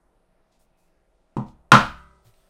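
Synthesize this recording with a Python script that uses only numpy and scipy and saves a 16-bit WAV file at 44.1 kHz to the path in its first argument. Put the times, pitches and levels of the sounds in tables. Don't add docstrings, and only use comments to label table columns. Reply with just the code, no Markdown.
import sys
import numpy as np
from scipy import signal
from scipy.fft import rfft, irfft, next_fast_len
from scipy.io import wavfile
from scipy.ndimage import uniform_filter1d

SR = 44100
rng = np.random.default_rng(int(sys.argv[2]) if len(sys.argv) > 2 else 0)


def voltage_ratio(level):
    return 10 ** (np.asarray(level, float) / 20)


def log_audio(samples):
    frames = np.atleast_2d(samples).T
    limited = np.clip(frames, -1, 1)
    pcm = np.round(limited * 32767).astype(np.int16)
    wavfile.write(sys.argv[1], SR, pcm)


N = 109809
T, M = np.arange(N) / SR, next_fast_len(N)
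HZ = np.arange(M // 2 + 1) * SR / M + 1e-3


def unit(x):
    return x / np.sqrt(np.mean(x ** 2))


def unit_energy(x):
    return x / np.sqrt(np.sum(x ** 2))


def band(x, hz, octaves):
    bell = np.exp(-.5 * (np.log2(HZ / hz) / octaves) ** 2)
    return irfft(rfft(x, M) * bell, M)[:N]


def colour(x, points):
    table = np.array(points)
    log_gain = np.interp(np.log(HZ), np.log(table[:, 0]), table[:, 1]) * np.log(10) / 20
    cepstrum = irfft(log_gain, M)
    cepstrum[1:M // 2] *= 2
    cepstrum[M // 2 + 1:] = 0
    return irfft(rfft(x, M) * np.exp(rfft(cepstrum)), M)[:N]


def walk(rate):
    k = int(SR / rate)
    return unit(uniform_filter1d(uniform_filter1d(rng.standard_normal(N), k), k))


def progress(at, length):
    return np.clip((T - at) / length, 0, 1)


def push(at, ms):
    p = np.sin(np.pi * progress(at, ms / 1000)) ** 2
    return p / p.sum()


def burst(at, ms):
    u = np.maximum(T - at, 0) / (ms / 1000)
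    return rng.standard_normal(N) * (1 - np.exp(-u / 0.1)) * np.exp(-u)


def ring(modes, rise):
    out = 0
    for k, (hz, db, t60) in enumerate(modes):
        out = out + (-1) ** k * voltage_ratio(db - 60 * T / t60) * np.sin(2 * np.pi * hz * T)
    return (1 - np.exp(-T / rise)) * out


def after(x, response):
    return signal.fftconvolve(x, response)[:N]


# pitch_hz [Hz], level_db [dB per Hz]
HUM = [(7.1, -28.5), (12, 3), (59, -10), (76, -22.5), (179, -20.5), (211, -23.5), (291, -23.5),
       (624, -20.5), (3000, -41), (3900, -69), (6600, -120)]
# pitch_hz [Hz], level_db [dB per Hz]
HISS = [(1760, -33.5), (3000, -0.5), (3300, -0.5), (4470, -4), (7850, -9), (8680, -4), (12400, -10.5),
        (16100, -39), (22000, -120)]
# pitch_hz [Hz], level_db [dB rms]
HUM_LINES = [(177.6, -83), (349.9, -84.5), (646.0, -81), (775.2, -85.5), (1394, -90.5)]


def hum():
    flicker_db, wobble_db = -2.15, 0.5
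    noise = 0
    for hz in 14 * 2 ** np.arange(0, 10.5, .5):
        noise = noise + band(rng.standard_normal(N), hz, 0.31) * voltage_ratio(flicker_db * walk(6))
    out = voltage_ratio(-64.5) * unit(colour(noise, HUM)) + voltage_ratio(-84) * unit(colour(noise, HISS))
    for hz, db in HUM_LINES:
        level = np.sqrt(2) * voltage_ratio(db + wobble_db * walk(5))
        out = out + level * np.sin(2 * np.pi * hz * T + 0.27 * walk(4))
    return out


RUSTLE_S = [.515, .59, .592, .77, 1.46, 1.95, 1.96, 2.06, 2.22, 2.245, 2.25, 2.3, 2.31, 2.33]
# length_s [s], level_db [dB], pitch_hz [Hz], width [octaves]
RUSTLES = [(0.095, -75, 4000, 0.88), (0.081, -72, 6400, 1.2), (.05, -75.5, 8700, 0.091),
           (.17, -77, 7200, 0.88), (0.086, -69, 4000, .9), (0.54, -83, 8600, 0.09), (0.14, -75.5, 7200, .6),
           (0.37, -79.5, 4600, 0.73), (0.11, -70.5, 19000, .25), (0.094, -64.5, 1900, 2.9),
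           (0.089, -59.5, 113, 0.15), (.3, -79, 8500, 0.086), (.3, -76, 12000, 0.84),
           (0.28, -74, 3050, 0.85)]


def rustles():
    grain_db, grains_per_s = 1.5, 870
    out = 0
    for at, (length, db, hz, octaves) in zip(RUSTLE_S, RUSTLES):
        swell = np.sin(np.pi * progress(at, length) ** 0.47)
        grain = voltage_ratio(grain_db * walk(grains_per_s))
        out = out + voltage_ratio(db) * swell * unit(band(rng.standard_normal(N), hz, octaves)) * grain
    return out


# start_s [s], level_db [dB], pitch_hz [Hz]
TICKS = [
    (0.5242, -60, 4370),
    (1.484, -48, 3430),
    (2.268, -49.5, 3250),
    (2.3386, -48, 2800),
]


def ticks():
    out = 0
    for at, db, hz in TICKS:
        out = out + voltage_ratio(db) * band(burst(at, 4.0), hz, .6) * (T > at)
    return out


# start_s [s], length_s [s], level_db [dB], pitch_hz at start [Hz], pitch_hz at end [Hz]
SQUEAKS = [
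    (.72, .12, -81, 2600, 2440),
    (.82, .085, -82, 2520, 2720),
]


def squeaks():
    out = 0
    for at, length, db, hz0, hz1 in SQUEAKS:
        u = progress(at, length)
        hz = (hz0 + (hz1 - hz0) * u) * (1 + 0.023 * walk(230))
        level = voltage_ratio(db + 2.6 * walk(60)) * np.sqrt(np.sin(np.pi * u) + 1e-12)
        out = out + level * np.sin(2 * np.pi * np.cumsum(hz) / SR)
    return out


# start_s [s], level_db of force [dB], contact_ms [ms]
BLOWS = [
    (1.3664, -17.5, .9),
    (1.7178, 4, .3),
]
CRACK_DB = [-15, -3]
CRACK_MS = [8.4, 4.4]
# pitch_hz [Hz], level_db [dB]
CRACKS = [
    [(800, -8.5), (1600, 2.5), (2800, -4), (4500, -11.5), (8000, -12), (11000, -25), (14000, -31)],
    [(800, -6), (1800, 6.5), (3500, 0.5), (6000, -7.5), (9000, -16.5), (12000, -27.5), (15500, -26.5)],
]
SNAP_DB = [18.5, 19]


def crack_tone(k):
    return [(200, -46), *CRACKS[k]]


def cracks():
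    out = 0
    for k, (at, db, _) in enumerate(BLOWS):
        out = out + voltage_ratio(db + CRACK_DB[k]) * colour(burst(at, CRACK_MS[k]), crack_tone(k))
    return out


def snaps():
    out = 0
    for k, (at, db, _) in enumerate(BLOWS):
        out = out + voltage_ratio(db + CRACK_DB[k] + SNAP_DB[k]) * colour(push(at, 0.071), crack_tone(k))
    return out


# pitch_hz [Hz], level_db [dB], t60_s [s]
THUMP = [(251, 1, .025)]
THUMP_DB = [4.5, -14]
# pitch_hz [Hz], level_db [dB], t60_s [s]
BENCH = [(121.4, -11, 0.23), (133.7, -8, 0.22), (169.4, -21, 0.32), (204.1, -12, 0.27), (212.66, -12, 0.29),
         (240, -16, 0.3), (315.6, -20, 0.35), (388.6, -22.5, 0.24), (515.5, -23.5, .18), (745, -23.5, 0.23)]
BENCH_DB = [6, -3]
# pitch_hz [Hz], level_db [dB], t60_s [s]
SWAY = [(16, -29, 0.62), (41.2, -29.5, 0.46), (61.2, -32.5, 0.81), (80, -34, 0.53)]
SWAY_DB = [10.5, 2]


def bench():
    out = 0
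    for k, (at, db, contact_ms) in enumerate(BLOWS):
        wood = voltage_ratio(THUMP_DB[k]) * ring(THUMP, .0004)
        wood = wood + voltage_ratio(BENCH_DB[k]) * ring(BENCH, 0.0022)
        wood = wood + voltage_ratio(SWAY_DB[k]) * ring(SWAY, 0.13)
        out = out + voltage_ratio(db) * after(push(at, contact_ms), wood)
    return out


# pitch_hz [Hz], level_db [dB], t60_s [s]
SHELF = [(382, -63, 3.6), (588, -61, 2.2), (976, -48, 1.2), (1130, -44, .8), (1228, -25, .6),
         (1260, -35, .65), (1281, -45, 1.0), (1318, -49, 1.3), (1337, -32, .5), (1519, -38, .6),
         (1558, -44, .8), (1970, -52, .95), (2062, -49, .8), (2223, -52, .7)]
SHELF_DB = [-34, 0]
# pitch_hz [Hz], level_db [dB], t60_s [s]
RACK = [(131, -46, 1.2), (168, -40, .9), (204, -44, .9), (312, -45, .8)]
RACK_DB = [-12, 0]


def shelf():
    wobble_db = 1.5
    out = 0
    for k, (at, _, _) in enumerate(BLOWS):
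        tools = voltage_ratio(SHELF_DB[k] + wobble_db * walk(15)) * ring(SHELF, .02)
        rack = voltage_ratio(RACK_DB[k]) * ring(RACK, .05)
        out = out + after(push(at, .1), tools + rack)
    return out


# pitch_hz [Hz], level_db [dB], t60_s [s]
KNOCKS = [
    [(964, 3, 0.015), (520, -9, 0.019), (1166, -10, 0.016), (720, -8, 0.012)],
    [(1379.7, 9.5, 0.015), (1035, 3.5, 0.015), (723, -2, 0.012), (3333, -15.5, .012), (6280, -20.5, .01),
     (522, -6.5, 0.012), (848, -7.5, 0.027)],
]
KNOCK_LAG_S = [.0022, .0008]
KNOCK_RISE_S = [0.00074, 0.00073]


def knocks():
    out = 0
    for k, (at, db, _) in enumerate(BLOWS):
        hit = push(at + KNOCK_LAG_S[k], 0.13)
        out = out + voltage_ratio(db) * after(hit, ring(KNOCKS[k], KNOCK_RISE_S[k]))
    return out


# delay_s [s], level_db [dB]
ECHOES = [(.0055, -14.5), (0.0153, -12), (0.02, -13.5), (0.0256, -16.5), (.033, -7.5), (0.051, -13.5)]


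def echoes():
    return sum(voltage_ratio(db) * push(lag, 0.19) for lag, db in ECHOES)


# pitch_hz [Hz], level_db [dB], t60_s [s]
ROOM = [(100, -2.5, .25), (250, 10, 0.21), (600, 4, 0.33), (1300, 1, 0.27), (2500, 4, 0.35),
        (5000, 3.5, .32), (9000, 2.5, .3), (14000, 2, 0.47)]


def room_tail():
    rise_s, late_t60_s = 0.0082, .55
    table, noise, tail = np.array(ROOM), rng.standard_normal(N), 0
    for hz in 60 * 2 ** np.arange(0, 8.3, .5):
        db, t60 = (np.interp(np.log(hz), np.log(table[:, 0]), table[:, c]) for c in (1, 2))
        tail = tail + band(noise, hz, 0.25) * voltage_ratio(db - 60 * T / t60)
    tail = tail * (1 - np.exp(-(T / rise_s) ** 2))
    late = band(rng.standard_normal(N), 2600, 1.3) * voltage_ratio(-60 * T / late_t60_s)
    late = late * (1 - np.exp(-T / 0.018))
    return voltage_ratio(-1.5) * unit_energy(tail) + voltage_ratio(-25.5) * unit_energy(late)


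def scene():
    handling = rustles() + ticks() + squeaks()
    body = cracks() + bench() + shelf()
    knock = knocks()
    to_room = knock + snaps() + 0.15 * body + 0.26 * handling
    wet = after(to_room, room_tail()) + after(knock, echoes())
    return (knock + body + handling + wet + hum())[None]


def top_cut(x):
    return signal.sosfilt(signal.butter(12, 15780, fs=SR, output="sos"), x)


def record(dry):
    knee = 30.0
    x = dry / (1 + np.abs(dry) ** knee) ** (1 / knee)
    x = signal.sosfilt(signal.ellip(6, .2, 25, 15750, fs=SR, output="sos"), x)
    return top_cut(x)


dry = scene()
out = record(dry)
log_audio(out)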